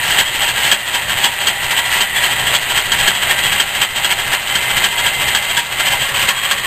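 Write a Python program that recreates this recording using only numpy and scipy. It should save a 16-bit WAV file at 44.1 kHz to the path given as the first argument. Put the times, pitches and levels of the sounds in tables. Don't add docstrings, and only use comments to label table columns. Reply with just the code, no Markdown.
import sys
import numpy as np
from scipy import signal
from scipy.fft import rfft, irfft, next_fast_len
from scipy.io import wavfile
from scipy.ndimage import map_coordinates

SR = 44100
rng = np.random.default_rng(int(sys.argv[2]) if len(sys.argv) > 2 else 0)


def waveform_to_disk(signal):
    frames = np.transpose(np.atleast_2d(signal))
    scaled = np.clip(frames, -1, 1) * 32767
    samples = np.round(scaled).astype(np.int16)
    wavfile.write(sys.argv[1], SR, samples)


N = 293706
MOVE_S = 6.03
RATTLE_DB = -18.5

# (time [s], speed [turns/s])
SPINDLE_SPEED = [(0, 13.17), (1, 13.24), (2.5, 13.08), (3.5, 13.335), (4.5, 13.92), (5.3, 13.49),
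                 (6.03, 14.16)]
# (depth [dB], place of the peak [cycles])
GEAR_SWINGS = [(3, 0.63), (1.38, 0.51), (0.98, 0.025), (1.2, 0.084), (.25, 0.12)]
# (depth [dB], place of the peak [cycles])
MOTOR_SWINGS = [(1.8, 0.47), (.55, 0.26), (1.4, 0.91), (.35, .93), (1.1, 0.39)]


def amp(db):
    return 10 ** (np.asarray(db) / 20)


def unit(x):
    return x / np.sqrt(np.mean(x ** 2) + 1e-20)


def along(points, hz):
    freqs, values = np.transpose(points)
    return np.interp(np.log(hz + 1), np.log(freqs + 1), values)


def clock():
    return np.arange(N) / SR


def curves(rows):
    times, *columns = np.transpose(rows)
    return [np.interp(clock(), times, column) for column in columns]


def wobble(rate, step=32):
    at = np.arange(0, N + step, step)
    knots = rng.standard_normal(int(N * rate / SR) + 4)
    return np.interp(np.arange(N), at, map_coordinates(knots, [at * rate / SR]))


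def filtered(x, response):
    size = next_fast_len(N + SR // 2)
    return irfft(rfft(x, size) * response(np.fft.rfftfreq(size, 1 / SR)), size)[:N]


def ringing(x, level_db):
    cepstrum = irfft(np.log(amp(level_db)))
    half = len(cepstrum) // 2
    cepstrum[1:half] *= 2
    cepstrum[half + 1:] = 0
    return signal.oaconvolve(x, irfft(np.exp(rfft(cepstrum))))[:len(x)]


def spindle_turns(skipped_turns=3.92):
    speed, = curves(SPINDLE_SPEED)
    return np.cumsum(speed) / SR + skipped_turns * (clock() > MOVE_S)


def load(swings, belt=0.2914, wheel=0.1264, step=64):
    # (time [s], effort [dB])
    effort = [(0, 2), (.6, -0.5), (.85, -3), (1.15, 0.3), (1.55, -1), (1.9, -0.5), (2.2, 1.2), (2.9, 1.9),
              (3.42, 2.5), (3.72, -2), (4.3, -0.8), (4.8, 1), (5.3, 1), (5.66, -3), (5.87, 0), (6.15, 0),
              (6.66, -1)]
    effort_db, = curves(effort)
    rates = [belt, 2 * belt, wheel, belt + wheel, belt - wheel]
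    turns = spindle_turns()[::step]
    swing_db = sum(db * np.cos(2 * np.pi * (rate * turns - peak))
                   for rate, (db, peak) in zip(rates, swings))
    return effort_db + np.interp(clock(), clock()[::step], swing_db)


def contacts(rate, scatter_db, scuff_t60, ripple_db, mains_hz=60):
    grit = rng.standard_normal(N)
    jitter, strength = rng.standard_normal((int(rate * N / SR), 2)).T
    times = np.abs(np.arange(len(jitter)) + .5 * jitter) / rate
    force = amp(scatter_db * strength + ripple_db * np.sin(2 * np.pi * 2 * mains_hz * times))
    energy = np.bincount((times * SR).astype(int), force ** 2, N)[:N]
    decay = np.exp(-2 * np.log(1000) / SR / scuff_t60)
    return unit(grit * np.sqrt(signal.lfilter([1], [1, -decay], energy)))


def struck(strikes, hz, detune, level_db, attack, t60):
    out, t = np.zeros(N + SR), np.arange(SR // 3) / SR
    envelope = (1 - np.exp(-t / attack)) * np.exp(-np.log(1000) * t / t60)
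    for (s, db), offset in zip(strikes, rng.standard_normal(len(strikes))):
        tone = np.sin(2 * np.pi * hz * (1 + detune * offset) * t)
        out[round(s * SR):][:len(t)] += amp(db + level_db) * envelope * tone
    return out[:N]


def headstock(blows, colour, size=8192):
    # (centre [Hz], width [Hz], lift beside the drill [dB], lift behind the tool post [dB])
    modes = [(378, 44, 8.5, 5), (557, 46, 4, 10.5), (599.6, 26, 7.5, -5), (729, 61, 5, 3),
             (808, 20, 8.5, 6.5), (911, 50, 5.5, -1), (960.4, 23, 10, 11), (1107, 130, 3, 12),
             (1277, 16, 6, 3), (1383, 28, 5.5, 5), (1590, 106, 4, 5), (1825, 34, 6, 5),
             (1940, 78, 2.5, 7.5), (2090, 30, 4, 4), (2783, 180, 3.5, 2.5), (3063, 165, 5.5, 6),
             (3174, 37, 6, 2), (3290, 50, -1, -1), (3950, 60, 1, 1)]
    hz = np.fft.rfftfreq(size, 1 / SR)
    lifts_db = sum(np.outer(lift, 1 / (1 + (2 * (hz - centre) / width) ** 2))
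                   for centre, width, *lift in modes)
    parts = np.split(blows, [int(MOVE_S * SR)])
    return np.concatenate([ringing(part, db) / np.sqrt(np.mean(amp(db) ** 2))
                           for part, db in zip(parts, along(colour, hz) + lifts_db)])


def workshop(x):
    # (frequency [Hz], t60 [s])
    decay_times = [(200, 0.23), (2000, 0.22), (5000, 0.09)]
    hz, t, noise = signal.stft(rng.standard_normal(SR // 2), SR, nperseg=256)
    fade = np.exp(-np.log(1000) * t / along(decay_times, hz)[:, None])
    tail = signal.istft(noise * fade, SR, nperseg=256)[1]
    return signal.fftconvolve(x, tail / np.linalg.norm(tail))[:N]


def motor():
    # (frequency [Hz], relative level [dB])
    tones = [(60, -7.5), (68, -14.5), (120, -9), (129, -9)]
    # (frequency [Hz], spectral level [dB])
    rumble_colour = [(12, 5.5), (32, -8.5), (62, -4), (80, -4), (97, 5), (112, -13), (132, 3.5), (158, -1),
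                     (180, -2), (260, -10), (500, -5), (1500, -50)]
    level_db = -37 + 1.13 * load(MOTOR_SWINGS) + 0.8 * wobble(17)
    hum = sum(amp(db) * np.sqrt(2) * np.sin(2 * np.pi * hz * clock() + 1.2 * wobble(3.13))
              for hz, db in tones)
    rumble = unit(filtered(rng.standard_normal(N), lambda hz: amp(along(rumble_colour, hz))))
    return amp(level_db) * (hum + amp(-0.2) * rumble)


def panel():
    # (time [s], relative level [dB])
    swells = [(0.446, -22), (1.254, -19), (1.714, -23), (1.787, -16), (2.521, -25), (4.159, -31),
              (4.924, -18), (5.05, -22), (5.57, -20), (5.934, -17)]
    ring = struck(swells, hz=950, detune=0.0086, level_db=5.5, attack=0.007, t60=0.16)
    return ring * amp(3.4 * wobble(140))


def cutting(reach_hz=70):
    # (time [s], favoured pitch [Hz], relative level [dB])
    cut = [(0, 1930, -24.5), (.5, 1990, -26), (1.1, 1900, -26), (1.4, 1940, -26), (1.7, 1970, -20),
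           (2.2, 1925, -20.5), (2.8, 1940, -27), (3.4, 1980, -23.5), (3.9, 2010, -29), (4.4, 2005, -26.5),
           (4.7, 2050, -23.5), (5.2, 2030, -22.5), (5.65, 2060, -27.5), (5.95, 2070, -20),
           (6.05, 1920, -31), (6.66, 1870, -27)]
    # (frequency [Hz], relative level [dB])
    steel_modes = [(1812, 14), (1906, 2), (1944, -1), (1964, 7.5), (2002, -23), (2062, 11), (2116, 2)]
    pitch_hz, level_db = curves(cut)
    rings, power = np.zeros(N), np.zeros(N)
    for hz, db in steel_modes:
        share = amp(db) / (1 + ((hz - pitch_hz) / reach_hz) ** 2)
        rings += share * np.sin(2 * np.pi * hz * clock() + 1.34 * wobble(38))
        power += share ** 2
    rough = amp(2.2 * wobble(90) + 0.37 * load(MOTOR_SWINGS))
    return amp(level_db - 2) * unit(rough * rings / np.sqrt(power))


def knocks(t60=0.086, attack=0.0018):
    # (time [s], relative level [dB])
    strikes = [(0.108, -17.5), (0.183, -12), (0.714, -9.5), (1.241, -12), (1.469, -13), (1.479, -29),
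               (2.006, -15), (2.547, -14), (2.778, -26), (2.917, -15.5), (3.075, -9), (3.598, -12),
               (4.044, -15), (4.552, -14.5), (4.84, -11.5), (5.348, -12.5), (5.567, -14.5), (5.798, -17.5),
               (6.219, -24), (6.284, -13), (6.511, -12)]
    # (frequency [Hz], spectral level [dB])
    colour = [(90, -19.5), (380, -11.5), (900, -13.5), (1250, -5.5), (1650, 2), (2400, -10), (2900, 1.5),
              (3250, 4), (3650, -2.5), (4400, -1), (5300, -5.5), (7000, -48)]
    # (frequency [Hz], pitch spread [ratio], level [dB], attack [s], t60 [s])
    modes = [(201.6, 0.021, -18.5, 0.0043, 0.26), (1653, .015, -2.5, 0.0027, 0.096),
             (3220, 0.0177, 7, 0.002, 0.078), (4380, 0.0147, -5, .003, 0.086)]
    force, t = np.zeros(N + SR), np.arange(SR // 3) / SR
    envelope = np.exp(-np.log(1000) * t / t60) * (1 - np.exp(-t / attack))
    for s, db in strikes:
        force[round(s * SR):][:len(t)] += amp(db) * envelope
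    bounces = contacts(rate=1100, scatter_db=3, scuff_t60=0.011, ripple_db=-1.5)
    chatter = headstock(amp(5.5) * force[:N] * bounces, colour)
    return chatter + sum(struck(strikes, *mode) for mode in modes)


def clatter():
    # (frequency [Hz], spectral level [dB])
    colour = [(60, -29), (300, -15), (460, -17), (620, -6.5), (880, -5.5), (1020, -6), (1450, -4),
              (1850, -1), (2350, 0.5), (2850, 1), (3200, -0.5), (3550, -2.5), (4300, -7.5), (5300, -16),
              (7000, -50)]
    level_db = -19.5 + 0.69 * load(GEAR_SWINGS)
    teeth = contacts(rate=1300, scatter_db=1.5, scuff_t60=0.0095, ripple_db=-1.3)
    return headstock(amp(level_db + 0.29 * wobble(40)) * teeth, colour)


def rattle_surges(place_in_turn=.64, usual_length_s=0.035, scatter_db=1.5):
    # (time [s], level [dB], length [s])
    catches = [(0.111, -17, 0.095), (0.431, -13, 0.031), (0.493, -14.5, 0.035), (0.656, -15, 0.098),
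               (0.949, -14, 0.024), (1.107, -16, 0.034), (1.248, -13.5, 0.047), (1.718, -12.5, 0.019),
               (1.784, -13, 0.028), (1.943, -14.5, 0.066), (2.174, -15.5, 0.034), (2.241, -13.5, 0.034),
               (2.322, -15.5, 0.032), (2.709, -15.5, .024), (2.776, -12.5, 0.033), (3.007, -15, 0.056),
               (3.229, -13, 0.015), (3.308, -11.5, 0.028), (3.453, -15, 0.041), (3.531, -14, 0.035),
               (3.826, -11.5, 0.031), (3.975, -16, 0.031), (4.119, -12.5, 0.029), (4.337, -12, 0.03),
               (4.777, -12.5, 0.025), (4.993, -14, 0.025), (5.285, -13, 0.02), (5.505, -16.5, 0.024),
               (5.726, -19, 0.015), (5.873, -13, 0.033), (5.929, -14.5, 0.041), (6.215, -14.5, 0.058),
               (6.296, -12.5, 0.033)]
    at = np.flatnonzero(np.diff(np.floor(spindle_turns() - place_in_turn)))
    level_db = RATTLE_DB + 0.82 * load(GEAR_SWINGS) + scatter_db * wobble(20)
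    speed, = curves(SPINDLE_SPEED)
    to_catch_s = np.abs(at[:, None] / SR - np.transpose(catches)[0]).min(1)
    usual = to_catch_s > .5 / speed[at]
    return list(catches) + [(i / SR, level_db[i], usual_length_s) for i in at[usual]]


def rattles(rise_share=0.45, ring_on_s=0.002, ring_scatter_db=4.0):
    # (frequency [Hz], pitch spread [ratio], relative level [dB])
    gear_modes = [(1658, 0.027, -13), (2894, 0.049, -14.5), (3140, 0.0208, -9), (3280, 0.012, -9.5),
                  (4290, 0.0194, -18)]
    # (frequency [Hz], spectral level [dB])
    colour = [(90, -26.5), (205, -8.5), (290, -21), (620, -11.5), (880, -7), (1200, -10.5), (1700, -1.5),
              (2400, -1), (2900, 0), (3250, 0.5), (3600, -4), (4400, -8), (5300, -9.5), (7000, -44.5)]
    t, power, clank = clock(), np.zeros(N), np.zeros(N)
    hz, spread, ring_db = np.transpose(gear_modes)[..., None]
    blows = contacts(rate=800, scatter_db=2.5, scuff_t60=0.019, ripple_db=1)
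    surges = rattle_surges()
    chance = rng.standard_normal((len(surges), 3, len(gear_modes), 1))
    for (s, db, length), (detune, strength, phase) in zip(surges, chance):
        near = slice(max(0, int((s - .12) * SR)), int((s + .12) * SR))
        lag = t[near] - s
        rise, fall = rise_share * length, (1 - rise_share) * length
        power[near] += amp(db) ** 2 * np.exp(-(lag / np.where(lag < 0, rise, fall)) ** 2)
        swell = np.exp(-.5 * (lag / np.where(lag < 0, rise, fall + ring_on_s)) ** 2)
        tones = np.sin(2 * np.pi * (hz * (1 + spread * detune) * lag + phase))
        rings = amp(ring_db + ring_scatter_db * strength) * tones
        extra_db = 0.18 * (db - RATTLE_DB)
        clank[near] += amp(db + extra_db) * swell * rings.sum(0)
    return headstock(np.sqrt(power) * blows, colour) + clank


def scene():
    lathe = clatter() + rattles() + knocks() + panel() + cutting()
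    return (lathe + amp(-19.5) * workshop(lathe) + motor())[None]


def record(dry, hold=4, band_hz=5300, top_hz=14120):
    band = filtered(dry[0], lambda hz: 1 / np.sqrt(1 + (hz / band_hz) ** 24))
    coarse = np.clip(band[::hold], -.97, .97)
    steps = np.repeat(coarse, hold)[:N]
    return filtered(steps, lambda hz: hz < top_hz)[None]


dry = scene()
out = record(dry)
waveform_to_disk(out)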